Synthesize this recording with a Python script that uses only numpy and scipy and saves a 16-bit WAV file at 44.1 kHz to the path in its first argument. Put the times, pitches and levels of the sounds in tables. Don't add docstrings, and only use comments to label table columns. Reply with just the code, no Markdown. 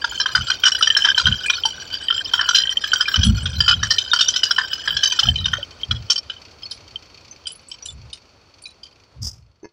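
import sys
import numpy as np
from scipy import signal
from scipy.fft import rfft, irfft
from scipy.io import wavfile
from scipy.ndimage import uniform_filter1d, minimum_filter1d

SR = 44100
rng = np.random.default_rng(int(sys.argv[2]) if len(sys.argv) > 2 else 0)


def dump_mix(stems):
    frames = np.atleast_2d(stems).T
    limited = np.clip(frames, -1, 1)
    pcm = np.round(limited * 32767).astype(np.int16)
    wavfile.write(sys.argv[1], SR, pcm)


N = 428652

# frame, bracket, small parts, chain, highest modes [spread/dB]
BUZZ_DB = [.8, .8, 1.2, 2.5, 3.5]


def from_db(db):
    return 10 ** (np.asarray(db) / 20)


def rms_one(x):
    return x / np.sqrt(np.mean(x ** 2) + 1e-20)


def in_time(rows):
    s, *columns = np.transpose(rows)
    return [np.interp(np.arange(N) / SR, s, column) for column in columns]


def coloured(points):
    hz, level_db = np.transpose(points)
    grid_hz = np.maximum(np.arange(N // 2 + 1) * SR / N, 1)
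    gain = from_db(np.interp(np.log(grid_hz), np.log(hz), level_db))
    return rms_one(irfft(rfft(rng.standard_normal(N)) * gain, N))


def band(low_hz, high_hz, order=2):
    sos = signal.butter(order, [low_hz, high_hz], "band", fs=SR, output="sos")
    return rms_one(signal.sosfilt(sos, rng.standard_normal(N)))


def ring(blows, hz, t60, contact_s):
    soft = np.exp(-1 / (contact_s * SR))
    contact = [(1 - soft) ** 2, 0, 0, 1, -2 * soft, soft ** 2]
    decay = [1, 0, 0, 1, -from_db(-60 / (t60 * SR)), 0]
    struck = np.flatnonzero(blows)
    force = np.full((2, len(blows)), 1e-18)
    phase = 2 * np.pi * rng.random(len(struck))
    force[:, struck] = blows[struck] * [np.cos(phase), np.sin(phase)]
    along, across = signal.sosfilt([contact, decay], force)
    turn = 2 * np.pi * np.cumsum(np.broadcast_to(hz, len(blows))) / SR
    return along * np.cos(turn) + across * np.sin(turn)


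def street():
    # [f/Hz, level/dB]
    street_colour = [(18, -36.5), (40, -1), (81, 7.5), (165, -5), (554, -4.5), (730, -7.5), (1350, -8),
                     (1700, -15), (4420, -19.5), (6550, -28.5), (16000, -50)]
    # [t/s, level/dB]
    street_level = [(0.0, -45), (5.2, -46.5), (9.2, -57), (9.5, -66.5)]
    level_db, = in_time(street_level)
    return from_db(level_db + 1.2 * band(1.0, 12)) * coloured(street_colour)


def rolling():
    # [t/s, level/dB]
    rolling_level = [(0, -48), (5.6, -51.5), (7.75, -55.5), (9.2, -64), (9.42, -75)]
    # [f/Hz, level/dB]
    rolling_colour = [(1500, -30), (2450, -4), (3000, -12), (4100, -13), (4450, 3), (4800, -9), (5900, -10),
                      (9000, -41)]
    start_per_s, slows_per_s2, puff_t60_s = 39, 1.7, .04
    hiss = .9
    level_db, = in_time(rolling_level)
    per_s = (start_per_s - slows_per_s2 * np.arange(N) / SR) * (1 + .2 * band(5, 20))
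    ticks = np.diff(np.floor(np.cumsum(per_s) / SR), prepend=0)
    ticks = ticks * from_db(rng.normal(0, 2.5, N))
    puffs = rms_one(np.abs(ring(ticks, 0, puff_t60_s, 0.00097)))
    return from_db(level_db) * (hiss + puffs) * coloured(rolling_colour)


def wind():
    # [middle t/s, half length/s, level/dB]
    gusts = [(0.409, 0.031, -29.5), (1.303, 0.03, -21), (3.195, 0.014, -17.5), (3.294, 0.034, -11.5),
             (3.432, 0.061, -26.5), (3.594, 0.04, -26), (3.792, 0.075, -27), (4.942, 0.03, -33.5),
             (5.296, 0.027, -21.5), (5.44, 0.073, -27), (5.926, 0.021, -24.5), (5.991, 0.037, -31.5),
             (7.989, 0.057, -38), (9.235, 0.029, -29), (9.341, 0.1, -46)]
    fall_db = 3.5
    upper_db, upper_per_db = 3, 0.6
    low = band(57, 123.8, order=3)
    high = band(160, 228.0, order=3)
    now = np.arange(N) / SR
    out = np.zeros(N)
    for middle, half, level_db in gusts:
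        gust_db = level_db - fall_db * ((now - middle) / half) ** 2
        upper = from_db(upper_db + upper_per_db * gust_db)
        out += from_db(gust_db) * (low + upper * high)
    return out


def tap():
    # [t/s, level/dB, middle modes against the rest/dB]
    touches = [(9.628, -31, -19.5), (9.643, -29.5, 0)]
    # [f/Hz, level/dB]
    housing = [(340, -1), (420, -6.5), (950, -11), (1700, -14), (2100, -17), (2550, -20), (4500, -20),
               (5400, -21), (6150, -19.5)]
    s, level_db, middle_db = np.transpose(touches)
    out = np.zeros(N)
    for hz, mode_db in housing:
        is_middle = 600 < hz < 6000
        blows = np.zeros(N)
        blows[(s * SR).astype(int)] = from_db(mode_db + level_db + middle_db * is_middle)
        out += ring(blows, hz, 0.086, 0.0011)
    return out * from_db(BUZZ_DB[3] * band(40, 250))


def scuff():
    # [f/Hz, level/dB]
    scuff_colour = [(1000, -18), (2600, -32), (3400, -18), (4300, -23), (4940, 6.5), (9870, -23.5),
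                    (15300, -25), (16500, -49)]
    start_s, attack_s, hold_s = 9.215, 0.014, 0.058
    base_db, swell_db, lift_db, fade_db_per_s = -34, 4.5, -10.5, 229
    since = np.arange(N) / SR - start_s
    swell = from_db(swell_db * np.clip(since / hold_s, 0, 1))
    pressed = np.clip(since / attack_s, 0, 1) * swell
    after = np.maximum(since - attack_s - hold_s, 0)
    lifted_db = lift_db * np.minimum(after / attack_s, 1) - fade_db_per_s * after
    grain_db = 3.1 * band(33, 77)
    return pressed * from_db(base_db + lifted_db + grain_db) * coloured(scuff_colour)


def clinks():
    # [t/s, level/dB]
    bracket_knocks = [(0.516, -12.5), (0.902, -6.5), (0.95, -10), (1.021, -11.5), (1.146, -14), (1.256, -7),
                      (1.324, -10.5), (1.636, -12.5), (2.084, -11), (2.108, -9), (2.145, -18.5),
                      (2.179, -15.5), (2.192, -17), (2.258, -21.5), (2.577, -17), (2.62, -16), (2.636, -13),
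                      (2.672, -14.5), (2.693, -12), (2.771, -10), (2.918, -12.5), (2.959, -14.5),
                      (3.249, -14.5), (3.704, -16), (3.739, -12), (4.906, -14), (5.111, -17), (5.27, -15.5),
                      (5.287, -3), (5.629, -19.5), (5.833, -16), (6.632, -29.5), (6.721, -32), (6.958, -21),
                      (7.457, -29.5)]
    # [t/s, level/dB, f/Hz]
    small_clinks = [(1.459, -21, 2445), (1.483, -18.5, 2430), (1.53, -25, 3790), (1.553, -23.5, 4420),
                    (3.056, -23, 2402), (4.115, -13.5, 3662), (5.387, -23, 3902), (5.444, -21, 3700),
                    (6.633, -32, 5098), (6.655, -30, 4420), (7.311, -35.5, 6140), (7.825, -33, 5810),
                    (7.886, -30, 3510), (8.638, -40, 4540)]
    # [t/s, level/dB, f/Hz]
    hollow_knocks = [(1.052, -29.5, 947), (1.652, -21, 897), (5.226, -34, 828), (5.28, -32.5, 726),
                     (5.584, -32.5, 573)]
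    bracket_t60_s, clink_t60_s, hollow_t60_s = 0.033, 0.075, 0.079
    bracket_hz = 3124
    strikes = [(s, db, bracket_hz * rng.normal(1, .01), bracket_t60_s) for s, db in bracket_knocks]
    strikes += [(*row, clink_t60_s) for row in small_clinks]
    strikes += [(*row, hollow_t60_s) for row in hollow_knocks]
    blow = (np.arange(SR // 10) == 0) * 1.0
    out = np.zeros(N)
    for s, level_db, hz, t60 in strikes:
        out[int(s * SR):][:len(blow)] += from_db(level_db) * ring(blow, hz, t60, 0.00039) * 2
    return out


def blows_by_part():
    # [t/s, bracket level/dB, frame against bracket/dB, small parts against bracket/dB]
    knocks = [(0.043, -11.5, 10, -2), (0.2, -6.5, -1.5, 0.5), (0.259, -7, 2, -11.5), (0.351, -2, 6, 1.5),
              (0.409, -12.5, -5, -12.5), (0.501, -10.5, 6, 4.5), (0.637, -0.5, -4, -10),
              (0.655, 14.5, -6.5, -3.5), (0.809, -18.5, 12.5, -0.5), (0.826, 3.5, -15, -7.5),
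              (0.873, -2, -1, -4.5), (0.967, -6.5, 6.5, 7.5), (1.047, 6.5, -1, -8.5),
              (1.179, -3.5, 2.5, 0.5), (1.198, -11, 1.5, 0.5), (1.268, 1.5, 0, -8), (1.499, 1, -9.5, -8.5),
              (1.654, -3, -21, -2.5), (1.939, -10.5, -20, -3.5), (2.103, -8.5, -1, -14.5),
              (2.336, 0, -8, -11), (2.393, -7.5, 3, -34), (2.411, -10, 6, 0), (2.489, -1, 3.5, -1.5),
              (2.548, 12.5, -12, -4.5), (2.84, -8.5, 1, -6.5), (2.933, -7.5, 9.5, 4.5),
              (3.008, -0.5, -7, -4), (3.083, -11.5, 5.5, -0.5), (3.142, -2.5, -8.5, -12),
              (3.159, -5, -5, -3), (3.233, -2.5, -14, -4), (3.457, -6.5, -7.5, -11), (3.604, 0, -9, 0),
              (3.68, 10.5, -4, -6.5), (3.831, -11, 5.5, 4.5), (3.907, -2.5, 0, 5.5),
              (3.983, -1.5, -31, -6.5), (4.134, 5, -3, -7), (4.189, -5.5, -10.5, -6), (4.209, 2, -9.5, -4),
              (4.285, -1, -16.5, -0.5), (4.339, -13, -9.5, -0.5), (4.36, -5, -9, -1),
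              (4.434, -0.5, -14, -2), (4.51, -5, 1, 4.5), (4.583, -3, 5.5, -7), (4.73, -7.5, -8.5, -4),
              (4.877, -5.5, 0.5, -6), (4.968, -5.5, -5.5, -4), (5.034, 2.5, -10.5, -0.5),
              (5.121, -9, -11, -2.5), (5.191, 4, -9.5, -3.5), (5.357, -6, -37, -13),
              (5.457, -4.5, -8.5, -8.5), (5.534, -5.5, 0, -13), (5.911, -3.5, -10, -9.5),
              (6.101, 1, -12.5, 4), (6.298, -12, -11.5, -13.5), (6.712, -29, -8, 13),
              (7.469, -15.5, -20, 0), (7.714, -18.5, -24, -3.5), (7.858, -24, -21, 0),
              (8.131, -20, -38, -3.5), (8.656, -28.5, -31, 6.5), (8.832, -27, -36, 1.5)]
    # [t/s, level/dB]
    jingles = [(0.7887, -27), (1.46, -25), (1.6532, -31.5), (3.244, -20), (3.429, -28), (3.8687, -43),
               (6.7087, -36), (7.4704, -25.5), (7.5182, -29.5), (7.6833, -30.5), (7.8543, -22.5),
               (8.1299, -32.5), (8.6203, -35)]
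    chain_with_knock_db = -29.5
    s, bracket_db, frame_db, small_db = np.transpose(knocks)
    jingle_s, jingle_db = np.transpose(jingles)
    frame_db = bracket_db + frame_db
    small_db = bracket_db + small_db
    spared = np.full(len(jingles), -120)
    knocks_db = [np.r_[db, spared] for db in (bracket_db, frame_db, small_db)]
    chain_db = np.r_[small_db + chain_with_knock_db, jingle_db]
    return np.r_[s, jingle_s], *knocks_db, chain_db


def grit():
    burst_levels = [-25, -23, -22.5, -22.5]
    lows_hz, highs_hz = [2700, 1100, 3900, 7000], [3900, 1900, 6500, 10000]
    crack_db, crack_steepness = -23, 6.0
    s, *parts_db = blows_by_part()
    out = np.zeros(N)
    for level_db, grit_db, low_hz, high_hz in zip(parts_db, burst_levels, lows_hz, highs_hz):
        blows = np.zeros(N)
        blows[(s * SR).astype(int)] = from_db(level_db + grit_db)
        envelope = np.abs(ring(blows, 0, 0.13, 0.00046))
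        roughness = from_db(4.8 * band(33, 360))
        out += envelope * roughness * band(low_hz, high_hz, order=3)
    for at, blow_db in zip(s, parts_db[0]):
        crack = rms_one(signal.lfilter([1], [1, -.85], rng.standard_normal(60))) * np.hanning(60)
        out[int(at * SR):][:60] += from_db(crack_db + crack_steepness * min(blow_db, 0)) * crack
    return out


def rattle():
    # [f/Hz, level/dB]
    metal = [(1050, -12), (1380, -4.5), (1520, 6), (1700, 0.5), (2440, -18), (3040, 2.5), (3130, 0),
             (3300, -7), (3650, -9.5), (4050, 6), (4430, -8), (4890, 8.5), (5070, -0.5), (5400, 5.5),
             (5850, 4.5), (7200, 20), (7920, 13.5), (8400, -2), (9200, -1.5), (10300, -10), (11700, -9),
             (12300, -7), (13200, -12.5), (14900, -9), (15650, 2.5)]
    part_edges = [2100, 3900, 7000, 11000]
    part_t60 = [0.023, 0.03, 0.031, 0.039, 0.05]
    # [t/s, level/dB]
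    chatter = [(0, -25), (1.1, -22.5), (1.9, -28.5), (2.6, -20.5), (3.4, -26.5), (4.3, -25.5), (5.2, -23.5),
               (5.75, -42.5), (6.5, -51), (9.45, -80)]
    rebound_first_db, rebound_loss_db = -13.5, 3
    shortest_gap_s, extra_gap_s = 0.0066, 0.0089
    upper_loss_share = 0.76
    fizz_against_chatter_db, treble_flicker_db = -30, 5
    light_blow_db, full_blow_db = -22.5, -15
    s, bracket_db, frame_db, small_db, chain_db = blows_by_part()

    gaps = np.cumsum(shortest_gap_s + rng.exponential(extra_gap_s, (len(s), 4)), axis=1)
    at = (np.column_stack([s, s[:, None] + gaps]) * SR).astype(int)
    rebounds = np.arange(5) > 0
    rebound_db = rebound_first_db - rebound_loss_db * np.arange(-1, 4) + rng.normal(0, 3, at.shape)
    rebound_db = rebound_db * rebounds
    latest = np.searchsorted(np.sort(at[:, 0]), np.arange(N), "right")

    chatter_db, = in_time(chatter)
    ticks_per_s = 250 * from_db(5 * band(3, 15))
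    every_tick = np.flatnonzero(rng.random(N) < ticks_per_s / SR)
    fizz_db = chatter_db[at[:, 0]] + fizz_against_chatter_db + rng.normal(0, 5.6, len(s))

    favour = np.interp(bracket_db, [light_blow_db, full_blow_db], [0, 1])[:, None]
    mode_hz, mode_db = np.transpose(metal)
    parts = np.searchsorted(part_edges, mode_hz)
    uneven_db = (12 - 4 * favour) * rng.standard_normal((len(s), len(metal)))
    share = from_db(favour * mode_db + uneven_db)
    share = share / np.sqrt(share ** 2 @ (parts[:, None] == parts))

    out = np.zeros((len(BUZZ_DB), N))
    for k, (hz, level_db) in enumerate(metal):
        part = parts[k]
        strength_db = [frame_db, bracket_db, small_db, chain_db, fizz_db][part]
        loss_share = upper_loss_share if part > 2 else 1
        scatter_db = rng.normal(0, 4, at.shape) * rebounds
        blow_db = strength_db[:, None] + rebound_db * loss_share + scatter_db
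        shift = (rng.normal(-.001, .001, at.shape) * SR).astype(int)
        blows = np.zeros(N)
        blows[at + shift] = share[:, k, None] * from_db(blow_db)
        ticks = every_tick[rng.random(len(every_tick)) < .3]
        tick_db = chatter_db[ticks] + 3 * np.minimum(rng.exponential(1, len(ticks)), 4)
        part_db = [-17.5, -9.5, -21.5, -46.0, -38.0][part]
        blows[ticks] += from_db(level_db + tick_db + part_db + rng.normal(0, 5.5, len(ticks)))
        pitch_spread = [.06, .012, .03, .02, .01][part]
        settled_hz = (hz * (1 + rng.normal(0, pitch_spread, len(s) + 1)))[latest]
        contact_s = [.0012, .0012, .0016, .002, .002][part]
        out[part] += ring(blows, settled_hz, part_t60[part], contact_s)
    out[-1] *= from_db(treble_flicker_db * band(2, 9))
    return sum(sound * from_db(buzz_db * band(40, 250)) for sound, buzz_db in zip(out, BUZZ_DB))


def scene():
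    background = street() + rolling() + wind()
    details = tap() + scuff() + clinks()
    return (background + details + grit() + rattle())[None]


def record(dry):
    cutoff_hz = 16900
    allowed = .9 / np.maximum(np.abs(dry), .9)
    gain = uniform_filter1d(minimum_filter1d(allowed, size=161), size=81)
    return signal.sosfilt(signal.cheby2(12, 70, cutoff_hz, fs=SR, output="sos"), gain * dry)


dry = scene()
out = record(dry)
dump_mix(out)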